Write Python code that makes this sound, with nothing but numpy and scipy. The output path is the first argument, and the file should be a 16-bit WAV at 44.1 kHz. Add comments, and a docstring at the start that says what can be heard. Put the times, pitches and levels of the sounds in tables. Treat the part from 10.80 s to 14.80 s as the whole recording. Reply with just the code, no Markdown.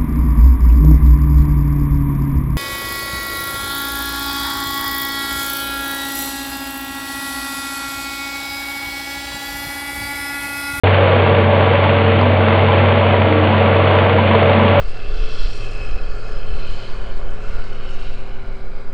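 """A low diesel drone, with a booming frame over it: a heavy soil roller creeps over bare, open ground.
The governed four-cylinder engine fires twice per turn, sounding exhaust harmonics and knocking its
block, and drives a humming hydraulic pump. The vibrating drum forces the frame into oscillation:
panels boom and fittings rattle twice per turn. A loose plate clanks; once the frame briefly groans."""
import sys
import numpy as np
from scipy import signal
from scipy.fft import rfft, irfft
from scipy.io import wavfile
from scipy.ndimage import uniform_filter1d, minimum_filter1d

SR = 44100
rng = np.random.default_rng(int(sys.argv[2]) if len(sys.argv) > 2 else 0)


def persist_wave(psi):
    """Save psi, clipped to +-1, as 16-bit WAV."""
    counts = np.round(np.clip(psi, -1, 1) * 32767).astype(np.int16)
    wavfile.write(sys.argv[1], SR, np.atleast_2d(counts).T)


N = 176400
T = np.arange(N) / SR
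CRANK_HZ, DRUM_HZ, PUMP_HZ = 47.72, 27.31, 453.6
WAVER, HUM_WAVER = .51, .08   # depth of random modulation: unsteady tones, steadier hums


def from_db(db):
    """Amplitude ratio: tenfold for every 20 dB."""
    return 10 ** (np.asarray(db) / 20)


def rms_one(x):
    """Normalisation to unit rms."""
    return x / np.sqrt(np.mean(x ** 2) + 1e-20)


def level(rows):
    """Amplitude envelope, interpolated between (t/s, level/dB) rows."""
    return from_db(np.interp(T, *np.transpose(rows)))


def drift(rate_hz):
    """Low-passed noise: a slow random fluctuation of spread 1."""
    pole = np.exp(-80 * np.pi * rate_hz / SR)   # one step per 40 samples
    noise = rng.standard_normal(N // 40 + 2002)
    slow = signal.lfilter([1], [1, -2 * pole, pole * pole], noise)[2000:]
    return np.interp(np.arange(N) / 40, np.arange(len(slow)), rms_one(slow))


def colour(x, spectrum):
    """Spectral shaping by (f/Hz, level/dB) rows; unit rms."""
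    hz, db = np.transpose(spectrum)
    bins = np.maximum(np.arange(N // 2 + 1) * SR / N, 1)
    response = from_db(np.interp(np.log(bins), np.log(hz), db))
    return rms_one(irfft(rfft(x) * response, N))


def band(x, edges, kind="band", order=2):
    """Maximally flat filtering; unit rms."""
    return rms_one(signal.sosfilt(signal.butter(order, edges, kind, fs=SR, output="sos"), x))


def shaft(hz, wander=.0009):
    """Phase in turns: the integral of a governed, slightly wandering speed."""
    return np.cumsum(hz * (1 + wander * drift(1.5))) / SR


def tone(turns, waver, rate_hz=2.2):
    """A sinusoid under random amplitude and phase modulation; unit rms."""
    phasor = (1 + waver * (drift(rate_hz) + 1j * drift(rate_hz))) * np.exp(2j * np.pi * rng.random())
    return rms_one(np.real(phasor * np.exp(2j * np.pi * turns)))


def harmonics(turns, hz, rows, full_waver_hz=347):
    """Periodic motion sounds at multiples of its rate; the low ones are the steadiest."""
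    return sum(from_db(db) * tone(round(k) * turns, WAVER * min(k * hz / full_waver_hz, 1))
               for k, db in rows)


def blows(turns, spread):
    """An impulse train: one blow per turn, of random strength."""
    new_turn = np.diff(np.floor(turns), prepend=np.floor(turns[0])) > 0
    return new_turn * (1 + spread * rng.uniform(-1.5, 1, N))


def roar():
    """Exhaust and soil radiate low-frequency noise with a continuous spectrum."""
    # spectrum of the roar: f/Hz, relative level/dB
    spectrum = [(20, -31), (42, -28), (55, -17.5), (70, -12.5), (86, -1), (112, 2), (150, -1), (172, -6.5),
                (200, 2), (228, 3), (265, -8), (305, -0.5), (340, 3), (385, -9), (450, -4.5), (700, -57)]
    return from_db(-23.5) * colour(rng.standard_normal(N), spectrum)


def panels(drum, modes, swell_db=.5, shake_depth=.21, top_hz=1860):
    """Noise-driven resonances of sheet metal, each swelling on its own, modulated at the drum's rate."""
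    out = 0
    for hz, width_hz, db in modes:
        ringing = band(rng.standard_normal(N), [hz - width_hz / 2, hz + width_hz / 2], order=1)
        out = out + from_db(db) * rms_one(ringing * from_db(swell_db * drift(2.5)))
    out = signal.sosfilt(signal.butter(3, top_hz, fs=SR, output="sos"), out)
    return out * (1 + shake_depth * np.cos(2 * np.pi * drum))


def bodywork(drum):
    """Resonance: the shaken hood growls in its low modes, the frame's panels roar in higher ones."""
    # modes of hood and panels: f/Hz, bandwidth/Hz, relative level/dB
    hood_modes = [(464, 73, -6), (555, 42, -9), (635, 26, -9)]
    panel_modes = [(745, 43, -12), (852, 70, -12), (971, 48, -13.5), (1081, 89, -16.5)]
    # their envelopes: t/s, level/dB
    hood_level = [(0, -8.5), (.12, -17), (.23, -14.5), (.33, -17), (.55, -14.5), (.9, -15), (1.1, -19),
                  (1.35, -20.5), (1.58, -16.5), (1.8, -15.5), (2.05, -21), (2.17, -17), (2.33, -15),
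                  (2.45, -20), (2.8, -15.5), (3.05, -16.5), (3.27, -12), (3.42, -20), (3.55, -14.5),
                  (4, -18.5)]
    panel_level = [(0, -17), (.25, -18.5), (.4, -18.5), (.5, -17), (.62, -20), (.72, -15.5), (1.05, -16.5),
                   (1.15, -21.5), (1.4, -19), (1.6, -20), (1.78, -16.5), (2.0, -17), (2.3, -16), (2.5, -17),
                   (2.8, -17.5), (3.0, -15.5), (3.3, -17.5), (3.43, -22.5), (3.55, -12.5), (3.7, -17.5),
                   (4, -13.5)]
    return level(hood_level) * panels(drum, hood_modes) + level(panel_level) * panels(drum, panel_modes)


def hydraulic_drive():
    """Pressure pulsation makes the pump hum; the drive whines, out of step with crank and drum."""
    # envelope of the hum: t/s, relative level/dB
    hum_level = [(0, -29), (.3, -30), (.48, -29), (.6, -26), (.88, -33.5), (1.05, -30), (1.18, -25),
                 (1.35, -23.5), (1.47, -36), (1.65, -28.5), (1.88, -25.5), (2.1, -39), (2.3, -29.5),
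                 (2.6, -25), (2.75, -33.5), (3.05, -25.5), (3.25, -29), (3.42, -37.5), (3.6, -28), (4, -31)]
    # whines of the drive: f/Hz, level/dB
    whines = [(533.7, -30), (664.5, -33), (923, -37.5)]
    hum = from_db(3) * level(hum_level) * tone(shaft(PUMP_HZ), HUM_WAVER)
    return hum + sum(from_db(db) * tone(shaft(hz), WAVER) for hz, db in whines)


def groan(start_s=2.44, length_s=.27, hz=311, sag_hz_per_s=36):
    """The frame groans once: a linear downward glide in frequency."""
    age = np.clip(T - start_s, 0, length_s)
    turns = hz * age - sag_hz_per_s * age ** 2 / 2
    arch = np.sqrt(np.abs(np.sin(np.pi * age / length_s)))
    return from_db(-17.5) * arch * np.sin(2 * np.pi * turns)


def contact(age, hz=700, decay_s=.00091, tick_s=.0004):
    """An impact transient: a heavily damped knock with a sharp tick on its front."""
    thud = np.exp(-age / decay_s) * np.sin(2 * np.pi * hz * age)
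    tick = from_db(-12.5) * np.exp(-age / tick_s) * rng.standard_normal(len(age))
    return thud + tick


def loose_plate():
    """Free vibration: a steel plate strikes the frame and its modes decay exponentially."""
    # impacts: t/s, relative ring level/dB, knock level/dB
    impacts = [(.464, -10.5, -9), (.936, -16, -9), (1.04, -17, -8), (1.413, -9, 1.5), (1.76, -12, -18),
               (1.886, -13, -18), (1.93, -12, -10), (2.003, -16, -18), (2.21, -11.5, -18),
               (2.728, -10, -7.5), (3.154, -8, -7), (3.384, -7.5, -12), (3.544, -7, -16), (3.793, -11, -10)]
    # modes of the plate: f/Hz, relative level/dB, time to fall 60 dB/s
    modes = [(800, -2.5, 0.054), (931, -3, 0.11), (999.5, 1, 0.15), (1150, -11, 0.11), (1514, -21, .04)]
    out = np.zeros(N)
    for start_s, ring_db, knock_db in impacts:
        clank = out[int(start_s * SR):][:SR // 4]
        age = T[:len(clank)]
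        clank += from_db(knock_db) * contact(age)
        for hz, mode_db, t60 in modes:
            onset_db = ring_db + mode_db - 7 + rng.normal(0, 1.2)
            envelope = from_db(onset_db - 60 * age / t60)
            clank += envelope * np.sin(2 * np.pi * hz * age) * rng.choice([-1, 1])
    return out


def rattle(drum, scatter_turns=.064, spread=.6, decay_s=.0056):
    """Impact noise: loose fittings chatter on the drum's downstroke and more softly on its backstroke."""
    loose = drum + scatter_turns * drift(15)
    hits = blows(loose, spread) + from_db(-3.5) * blows(loose + .5, spread)
    envelope = signal.lfilter([1], [1, -np.exp(-1 / (decay_s * SR))], hits + 1e-18)
    return rms_one(envelope * rng.standard_normal(N))


def knock(crank, cylinders=4, decay_s=.02):
    """Each cylinder fires every second turn and excites its own impulse response of the block."""
    rings = rng.standard_normal((cylinders, SR // 10)) * np.exp(-T[:SR // 10] / decay_s)
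    return rms_one(sum(signal.fftconvolve(blows(crank / 2 + k / cylinders, spread=.23), ring)[:N]
                       for k, ring in enumerate(rings)))


def clatter(crank, drum, low_cut_hz=1200):
    """Source and filter: fan rush, knock and rattle are coloured by the block and its fittings."""
    # response of block and fittings: f/Hz, relative level/dB
    response = [(700, -0.5), (1150, 3.5), (1240, -1.5), (1330, 1), (1550, -1.5), (1800, -4), (2100, -2.5),
                (2550, -5), (2950, -6.5), (3430, -11), (3700, -15), (3920, -22), (4220, -23), (4500, -28),
                (4750, -38), (5000, -39.5)]
    # envelope of the clatter: t/s, relative level/dB
    clatter_level = [(.25, -22), (.5, -23.5), (.7, -24), (1.0, -22), (1.25, -24), (1.42, -23.5),
                     (1.55, -24.5), (1.7, -23), (2.2, -23), (2.45, -24), (2.9, -23.5), (3.15, -22.2),
                     (3.4, -23.5), (3.53, -22), (3.65, -23), (4, -22.5)]
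    fan = rng.standard_normal(N)
    excitation = fan + from_db(-2.5) * knock(crank) + from_db(-5) * rattle(drum)
    return from_db(2.24) * level(clatter_level) * band(colour(excitation, response), low_cut_hz, "high")


def frame(drum):
    """Forced vibration: the frame sounds harmonics of the drum's rate; one panel booms at the eighth."""
    # tones of the frame: multiple of the drum rate, level/dB
    partials = [(1, -46.5), (2, -57), (4, -45), (5, -29.5), (6, -38.5), (7, -41.5), (9, -37), (15, -46),
                (16, -39), (17, -36.5), (18, -32), (19, -36), (20, -35.5), (22, -32), (23, -32.5),
                (24, -41), (25, -36), (27, -37), (28, -43.5), (29, -39.5), (30, -36.5), (35, -44),
                (36, -37)]
    # envelope of the booming panel: t/s, relative level/dB
    boom_level = [(0, -29.5), (.2, -31), (.3, -32.5), (.55, -27), (.72, -25.5), (.8, -34.5), (1.05, -26),
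                  (1.38, -25), (1.5, -38.5), (1.63, -20), (1.8, -27), (2.0, -25.5), (2.13, -24.5),
                  (2.34, -21.5), (2.46, -25), (2.62, -23.5), (2.88, -19.5), (3.03, -34), (3.3, -29),
                  (3.47, -20.5), (3.56, -19), (3.67, -30), (3.78, -19.5), (3.85, -19.5), (3.95, -26.5)]
    tones = harmonics(drum, DRUM_HZ, partials)
    boom = from_db(-.6) * level(boom_level) * tone(8 * drum, waver=.06)
    return tones + boom


def exhaust(crank):
    """Periodic gas pulses sound harmonics of the crank rate, led by the firing tone at twice that rate."""
    # envelopes of the firing tone, the low throb and the silencer's ringing: t/s, relative level/dB
    firing_level = [(0, -13), (.3, -15), (1.3, -15.5), (2.3, -15.5), (2.45, -16), (3.2, -16), (3.5, -17),
                    (4, -15)]
    throb_level = [(0, -27.5), (.6, -31.5), (1.25, -33.5), (1.47, -22.5), (1.65, -31), (1.88, -31),
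                   (2.0, -28), (2.2, -29.5), (2.45, -49.5), (2.85, -39), (3.05, -28), (3.45, -31),
                   (3.6, -37), (3.82, -25), (4, -35)]
    silencer_level = [(0, -38), (.22, -23), (.4, -30), (.72, -25.5), (.95, -29.5), (1.15, -23), (1.42, -27),
                      (1.55, -29.5), (1.68, -31.5), (1.98, -29), (2.2, -25), (2.35, -26), (2.52, -32),
                      (2.75, -31), (2.98, -25), (3.22, -27.5), (3.35, -34), (3.55, -22), (3.92, -25.5),
                      (4, -15.5)]
    # other exhaust tones: multiple of the crank rate, relative level/dB
    partials = [(1, -51), (3, -34), (4, -34), (6, -35.5), (8, -38), (10, -36.5), (14, -41), (16, -38.5),
                (18, -34.5), (24, -40), (36, -53.5), (48, -51), (66, -50)]
    firing = from_db(.5) * level(firing_level) * tone(2 * crank, waver=.04)
    throb = level(throb_level) * tone(5 * crank, HUM_WAVER)
    silencer = from_db(3.5) * level(silencer_level) * tone(12 * crank, HUM_WAVER)
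    return firing + throb + silencer + from_db(.5) * harmonics(crank, CRANK_HZ, partials)


def scene():
    """Superposition of all sources in one channel; engine and drum each turn on their own shaft."""
    crank, drum = shaft(CRANK_HZ), shaft(DRUM_HZ)
    background = roar() + bodywork(drum) + hydraulic_drive()
    metal = groan() + loose_plate() + clatter(crank, drum)
    return (background + metal + frame(drum) + exhaust(crank))[None]


def record(dry, ceiling=.96, window_s=.006, start_s=.035, cutoff_hz=4807):
    """Peak limiting and band limiting: after a moment's silence, sound passes with its treble cut."""
    window = int(window_s * SR) | 1
    headroom = ceiling / np.maximum(np.abs(dry), ceiling)
    gain = uniform_filter1d(minimum_filter1d(headroom, window), window)
    limited = dry * gain * (T >= start_s)
    return signal.sosfilt(signal.ellip(10, .1, 90, cutoff_hz, fs=SR, output="sos"), limited)


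dry = scene()
out = record(dry)
persist_wave(out)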